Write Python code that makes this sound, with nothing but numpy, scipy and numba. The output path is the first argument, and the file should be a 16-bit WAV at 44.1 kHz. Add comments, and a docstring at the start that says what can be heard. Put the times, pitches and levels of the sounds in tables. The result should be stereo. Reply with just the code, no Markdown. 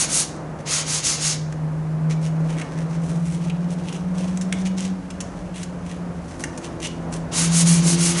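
"""A sanding block rasps back and forth over a primed car panel in a garage, its grit cutting the primer.
Between two bursts of strokes the gloves shift on the block: light rubs and small snaps of the paper.
Somewhere in the building a motor hums, slowly changing speed, and a second tone makes it throb.
Under it all lie a low rumble and a soft rush of air."""
import sys
import numpy as np
from scipy import signal
from scipy.fft import rfft, irfft, next_fast_len
from scipy.io import wavfile
from scipy.ndimage import uniform_filter1d, map_coordinates
from numba import njit

SR = 44100
rng = np.random.default_rng(int(sys.argv[2]) if len(sys.argv) > 2 else 0)


def to_wav(s):
    """Save 16-bit WAV."""
    ch = np.atleast_2d(s).T  # columns
    pcm = np.round(np.clip(ch, -1, 1) * 32767)  # PCM
    wavfile.write(sys.argv[1], SR, pcm.astype(np.int16))


N = 361619
T = np.arange(N) / SR

# Strokes of the block, with relative levels for the whole stroke and its low and sharpest parts:
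# t at top speed/s, speeding up/s, slowing down/s, level/dB, body/dB, grit/dB
STROKES = [(-0.021, 0.027, 0.098, -16.5, -1, 1), (0.187, 0.12, 0.065, -19, -1, 3),
           (0.751, 0.1, 0.099, -19.5, 1.5, -3), (0.943, 0.1, 0.083, -20.5, -0.5, -2.3),
           (1.064, 0.044, 0.14, -17.5, -3.5, -4.5), (1.262, 0.084, 0.11, -18, -3, -4.5),
           (7.396, 0.085, 0.11, -22, 4.5, 3), (7.602, 0.11, 0.043, -19.5, 1, 3),
           (7.685, 0.04, 0.15, -21.5, 2.5, 4), (7.905, 0.092, 0.067, -21.5, 1, 3),
           (8.051, 0.094, 0.12, -22.5, 4, 4), (8.239, 0.094, 0.061, -23, 7.5, 7)]
# Tone colour of grit cutting primer: f/Hz, level/dB
GRIT_COLOUR = [(300, -20.5), (700, -15), (1100, -10), (1700, -11.5), (2250, -8.5), (3400, -9), (4500, -5),
               (6200, -3.5), (8200, -3.5), (9500, -2), (11000, -6)]
def sanding(gap_hz=6340, wander_hz=170):
    """Thousands of sharp grains cut the primer at once; the block judders a little as it slides."""
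    cutting = colour(grains(rate=22000, spread_db=0.5), GRIT_COLOUR)
    # The gap between block and panel colours the hiss, and wanders as the block travels.
    gap = resonate(cutting, gap_hz + wander_hz * walk(4), width_hz=1040.0)
    judder = undb(0.61 * walk(110))
    texture = unit(cutting + undb(-1.5) * gap) * judder
    body = below(texture, hz=3600)
    strokes = friction(STROKES, body, texture - body, grit_hz=7000,
                       body_power=0.6, hiss_power=1.22, grit_power=1.68)
    return undb(2.0) * strokes


def friction(moves, body, hiss, grit_hz, body_power, hiss_power, grit_power):
    """Each rub speeds up, then slows; a part with a higher power needs more speed to be heard."""
    soft_hiss = below(hiss, grit_hz, order=4)
    grit = hiss - soft_hiss
    out = np.zeros(N)
    for fastest, rise, fall, db, body_db, grit_db in moves:
        now = (T > fastest - rise) & (T < fastest + fall)
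        speed = np.cos(np.interp(T[now] - fastest, [-rise, 0, fall], [-np.pi / 2, 0, np.pi / 2]))
        out[now] += undb(db) * (undb(body_db) * speed ** body_power * body[now]
                                + speed ** hiss_power * soft_hiss[now]
                                + undb(grit_db) * speed ** grit_power * grit[now])
    return out


# Light rubs of glove and paper, with relative levels:
# t at top speed/s, speeding up/s, slowing down/s, level/dB, body/dB, grit/dB
RUBS = [(0.596, 0.012, 0.032, -45, 3, 0), (2.118, 0.024, 0.03, -33, 2.5, -3),
        (2.253, 0.056, 0.051, -40.5, -1.5, 1.5), (2.605, 0.18, 0.029, -42.5, 8, 1),
        (2.79, 0.18, 0.084, -50.5, 5.5, -1), (2.935, 0.04, 0.051, -44.5, 2, -3),
        (3.069, 0.084, 0.18, -45.5, -1, 5), (3.266, 0.052, 0.15, -43.5, 2.5, 7),
        (3.46, 0.12, 0.064, -45, 3, 1.5), (3.727, 0.033, 0.018, -47, 2, 7),
        (3.9, 0.13, 0.13, -43.5, 5, 1.5), (4.192, 0.055, 0.21, -41, 2, 1.5),
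        (4.587, 0.024, 0.06, -43, -6, 0), (4.667, 0.02, 0.022, -29, 1.5, -2),
        (4.805, 0.041, 0.11, -34, -2, -2), (5.4, 0.08, 0.018, -55, -2, 2),
        (5.549, 0.011, 0.12, -40.5, 8, 7), (5.9, 0.067, 0.091, -51, 8.5, 4),
        (6.319, 0.098, 0.074, -47.5, 1, 2), (6.418, 0.058, 0.037, -42.5, -4, 7),
        (6.645, 0.04, 0.04, -39, 2, 1), (6.853, 0.05, 0.038, -32, 4.5, 3),
        (7.136, 0.032, 0.054, -40.5, 0, 8)]
# Tone colour of a sliding glove: f/Hz, level/dB
GLOVE_COLOUR = [(500, -22), (1200, 3), (2000, 2), (2900, -2), (3700, -0.5), (4800, -3), (6100, 1),
                (7200, -4.5), (9000, -6), (11000, -12.5)]
def gloves(crinkle_db=-2, hold_from_s=2.29, hold_to_s=8.3):
    """Gloves and paper slide, catch and crinkle, which sounds the hollow under the hand."""
    catches = grains(rate=7000, spread_db=1)
    crinkles = undb(crinkle_db) * grains(rate=170, spread_db=0.5)
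    texture = unit(colour(catches + crinkles, GLOVE_COLOUR)) * undb(2.6 * walk(60))
    body = undb(-3.0) * hollow(texture, ring_width_hz=100, ring_db=-14)
    hiss = texture - below(texture, hz=3050)
    rubs = friction(RUBS, body, hiss, grit_hz=7500, body_power=1.8, hiss_power=1.48, grit_power=1.5)
    # The fingers never rest while they hold the block, so a faint rustle goes on between rubs.
    holding = uniform_filter1d(1. * ((T > hold_from_s) & (T < hold_to_s)), size=4000)
    rustle = holding * undb(-57.5 + 2 * walk(11)) * (body + hiss)
    return undb(0.35) * rubs + rustle


# Snaps of paper and block under the fingers, with relative levels: t/s, level/dB, length/s, knock/dB
SNAPS = [(0.363, -31, .004, -12), (1.524, -23, 0.0035, -1), (2.613, -22, 0.0079, 8),
         (3.498, -23, 0.0046, 8), (3.925, -23.5, .007, -4), (4.373, -14.5, 0.0028, -15),
         (4.411, -18, 0.0099, -25), (4.525, -6, 0.0028, 1.5), (4.664, -22, 0.0073, -7),
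         (4.805, -13, 0.0025, -27), (5.103, -22.5, 0.0063, -1.5), (5.204, -14, 0.0077, -18),
         (5.63, -17, 0.0066, -25), (6.438, -9, 0.0044, -2), (6.575, -20.5, 0.008, -35),
         (6.801, -24, .005, -3), (6.847, -18.5, 0.0056, 2.5), (7.125, -16.5, .003, -16),
         (7.137, -17, 0.0048, -16)]
# Tone colour of cracking sandpaper: f/Hz, level/dB
PAPER_COLOUR = [(700, -19), (1500, -3.5), (3000, -8), (4800, -5), (6300, 2), (8000, -2), (11000, -9)]
def snaps(crack_db=-6, knock_db=-4, rise_s=0.00039):
    """A snap is a quick cluster of tiny slips: it cracks in the paper and knocks in the hollow."""
    slips = rng.standard_normal(N)
    crack, push = np.zeros(N), np.zeros(N)
    for start, db, length, push_db in SNAPS:
        now = (T >= start) & (T < start + 10 * length)
        age = T[now] - start
        shape = (1 - np.exp(-age / rise_s)) * np.exp(-(age / length) ** 2 / 2)
        burst = undb(db) * slips[now] * shape
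        crack[now] += burst
        push[now] += burst * undb(push_db)
    knock = hollow(push, ring_width_hz=130, ring_db=0)
    return undb(crack_db) * colour(crack, PAPER_COLOUR) + undb(knock_db) * knock


# The note of the hollow, which follows the grip: t/s, f/Hz
HOLLOW_NOTE = [(1.53, 1750), (2.25, 2380), (2.57, 2280), (2.62, 1800), (3.5, 2680), (3.86, 2810),
               (4.53, 2349), (5.1, 2740), (5.9, 2550), (6.44, 1780), (6.7, 2750)]
def hollow(x, ring_width_hz, ring_db, broad_width_hz=1500):
    """The hollow between hand, block and panel favours a broad band, with a narrow ring on top."""
    hz, = curves(HOLLOW_NOTE)
    broad = resonate(x, hz, 1. * broad_width_hz)
    broad = resonate(broad, hz, 2. * broad_width_hz)
    return broad + undb(ring_db) * resonate(broad, hz, 1. * ring_width_hz)


# Notes of the steel panel (narrower ones ring longer): f/Hz, width/Hz, level/dB
PANEL_NOTES = [(2810, 16, -3), (2900, 4.5, -0.5), (3060, 8, -3.5)]
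def panel(x):
    """Whatever rubs or knocks on the sheet steel leaves it ringing faintly."""
    return x + sum(undb(db) * resonate(x, np.full(N, 1. * hz), 1. * width_hz)
                   for hz, width_hz, db in PANEL_NOTES)


def garage(x, early_s=0.0077, tail_s=0.45, treble_s=0.21, echo_db=-10):
    """The car body echoes at once; the cluttered room adds a short tail whose treble dies first."""
    t = T[:int(.7 * SR)]
    early = rng.standard_normal((2, len(t))) * (t > .001) * np.exp(-t / early_s)
    noise = rng.standard_normal((2, len(t))) * (t > .005)
    dull = below(noise, hz=7040)
    fade = -np.log(1000) * t  # 60 dB down after tail_s or treble_s
    tail = dull * np.exp(fade / tail_s) + (noise - dull) * np.exp(fade / treble_s)
    early = undb(echo_db) * early / np.linalg.norm(early[0])
    tail = undb(echo_db) * tail / np.linalg.norm(tail[0])
    mid = (t == 0) + early[0] + tail[0]  # what both ears share
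    side = 0.69 * early[1] + 0.2 * tail[1]  # what sets them apart
    response = (mid + side * np.array([[1], [-1]])) / np.linalg.norm(mid)
    return signal.fftconvolve(x[None], response, axes=1)[:, :N]


# Pitch of the hum as the motor slows and speeds up: t/s, f/Hz
HUM_PITCH = [(0, 159.8), (0.95, 153.7), (1.85, 156.3), (2.8, 162.4), (4.1, 181.6), (4.85, 187.5),
             (5.7, 178.4), (7.15, 165.2), (8.2, 172.4)]
# The hum swells and fades: t/s, level/dB
HUM_LEVEL = [(0, -40.5), (0.95, -33), (1.05, -40), (1.26, -30), (1.85, -23), (2.56, -21.5), (2.66, -37.5),
             (2.8, -24), (3.75, -24), (3.95, -32.5), (4.1, -23), (4.85, -24), (5.1, -37.5), (6.2, -30),
             (6.35, -51.5), (7.2, -28), (7.32, -37), (7.42, -18.5), (7.8, -18.5), (8.2, -22)]
# The second tone, just under the hum: t/s, f below the hum/Hz, level/dB
THROB = [(2.6, 13.3, -45), (3.15, 16, -30.5), (4.25, 17.7, -34), (5.4, 12.3, -40), (7.35, 12.15, -43),
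         (7.8, 13.7, -22), (8.2, 13.2, -33)]
# Higher tones of the hum: t/s, level at 1.5 times the pitch/dB, level at twice the pitch/dB
HUM_OVERTONES = [(0, -66, -60), (4.7, -62, -52.5), (5, -41, -50), (5.4, -51, -67.5), (6.6, -44, -41),
                 (7.55, -44, -51.5), (7.95, -45, -33)]
def motor(waver_hz=0.26, flutter_db=1.5, ripple_peak_hz=166.8, repeat_hz=11.6):
    """A motor hums with weak overtones; a second tone drifts in and out of step, making it throb."""
    hz, = curves(HUM_PITCH)
    db, = curves(HUM_LEVEL)
    beat_hz, beat_db = curves(THROB)
    fifth_db, octave_db = curves(HUM_OVERTONES)
    phase = 2 * np.pi * np.cumsum(hz + waver_hz * walk(9)) / SR
    lag = 2 * np.pi * np.cumsum(beat_hz) / SR
    hum = undb(db + flutter_db * walk(14)) * np.sin(phase)
    second_tone = undb(beat_db + walk(8.8)) * np.sin(phase - lag)
    fifth = undb(fifth_db + 2 * walk(13)) * np.sin(3 * phase / 2)
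    octave = undb(octave_db + 2 * walk(8)) * np.sin(2 * phase)
    # Standing waves (loud and quiet spots in the room) shift the hum sideways as its pitch moves.
    offset_hz = hz - ripple_peak_hz
    ripple_db = 1.05 * np.cos(2 * np.pi * offset_hz / repeat_hz)
    left_db = 2.5 - 0.0748 * offset_hz + ripple_db
    return pan(np.sqrt(2) * (hum + second_tone + fifth + octave), left_db)


# Tone colour of the room's background noise: f/Hz, level/dB
ROOM_COLOUR = [(20, -51), (32, -20), (42, 5), (55, -2), (75, 7), (100, 0.5), (130, 2.5), (220, -2),
               (290, 0.5), (400, -6.5), (530, -3.5), (750, -8), (1100, -12), (1700, -17), (2500, -24),
               (3600, -30.5), (6300, -31), (11000, -36.5)]
# The soft rush of air in the room: t/s, level/dB
AIR_RUSH = [(0, -35), (1.8, -37.5), (2.7, -33.5), (3.5, -37.5), (4.6, -35.5), (5.35, -38.5), (7.6, -33),
            (8.2, -34.5)]
def rumble(deep_db=-45, growth_db_per_s=0.75):
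    """The building's deep rumble grows slowly, under a swelling rush of air and a faint steady hiss."""
    mid, side = unit(colour(rng.standard_normal((2, N)), ROOM_COLOUR))
    air = mid + undb(-13) * side * np.array([[1], [-1]])
    deep, low = below(air, hz=138, order=4), below(air, hz=1800)
    rush_db, = curves(AIR_RUSH)
    building = undb(deep_db + growth_db_per_s * T) * unit(deep)
    rush = undb(rush_db + walk(7.6)) * unit(low - deep)
    hiss = undb(-37) * (air - low)
    return pan(building + rush + hiss, left_db=1.5)


def undb(db):
    """Turn decibels into a number to multiply by."""
    return 10 ** (np.asarray(db) / 20)


def curves(table):
    """Join a table's timed points with straight lines, one signal for each column after the time."""
    times, *columns = np.transpose(table)
    return [np.interp(T, times, column) for column in columns]


def unit(x):
    """Scale a signal to an average strength (rms) of 1."""
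    return x / np.sqrt(np.mean(x ** 2))


def colour(x, points):
    """Shape a sound's tone through (f/Hz, level/dB) points; it falls away below the first."""
    hz, db = np.transpose(points)
    size = next_fast_len(N + 4096)
    f = np.arange(size // 2 + 1) * SR / size + 1e-3
    gain = undb(np.interp(np.log(f), np.log(hz), db)) * np.minimum(f / hz[0], 1) ** 2
    return irfft(rfft(x, size) * gain, size)[..., :N]


def walk(rate):
    """A smooth random wobble of size about 1, changing about rate times a second."""
    knots = rng.standard_normal(4096)
    return unit(map_coordinates(knots, [T * rate], order=2, mode="wrap"))


def pan(x, left_db):
    """Make the left channel left_db louder than the right."""
    return x * undb(left_db * np.array([[1], [-1]]) / 2)


def grains(rate, spread_db):
    """Tiny random hits of unequal size, about rate of them a second."""
    hit = rng.random(N) < rate / SR
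    return unit(hit * rng.uniform(-1.02, 1, N) * undb(spread_db * rng.standard_normal(N)))


@njit
def resonate(x, hz, width_hz):
    """Keep a band of sound around a pitch that may move (a state-variable filter)."""
    out, band, low = np.empty(len(x)), 0., 0.
    for i in range(len(x)):
        tuning, damping = np.tan(np.pi * hz[i] / SR), width_hz / hz[i]
        swing = (band + tuning * (x[i] + 1e-18 - low)) / (1 + tuning * (tuning + damping))
        band = 2 * swing - band
        low += 2 * tuning * swing
        out[i] = damping * swing
    return out


def below(x, hz, order=2):
    """The part of a sound under hz, with no delay."""
    return signal.sosfiltfilt(signal.butter(order, hz, fs=SR, output="sos"), x)


def scene():
    """The hand work sounds near the centre, hum and rumble a little to the left."""
    work = garage(panel(sanding() + gloves() + snaps()))
    return pan(work, left_db=.5) + motor() + rumble()


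def record(dry):
    """The highest treble, above 11050 Hz, is cut off steeply."""
    return signal.sosfilt(signal.ellip(12, .1, 80, 11050, fs=SR, output="sos"), dry)


dry = scene()
out = record(dry)
to_wav(out)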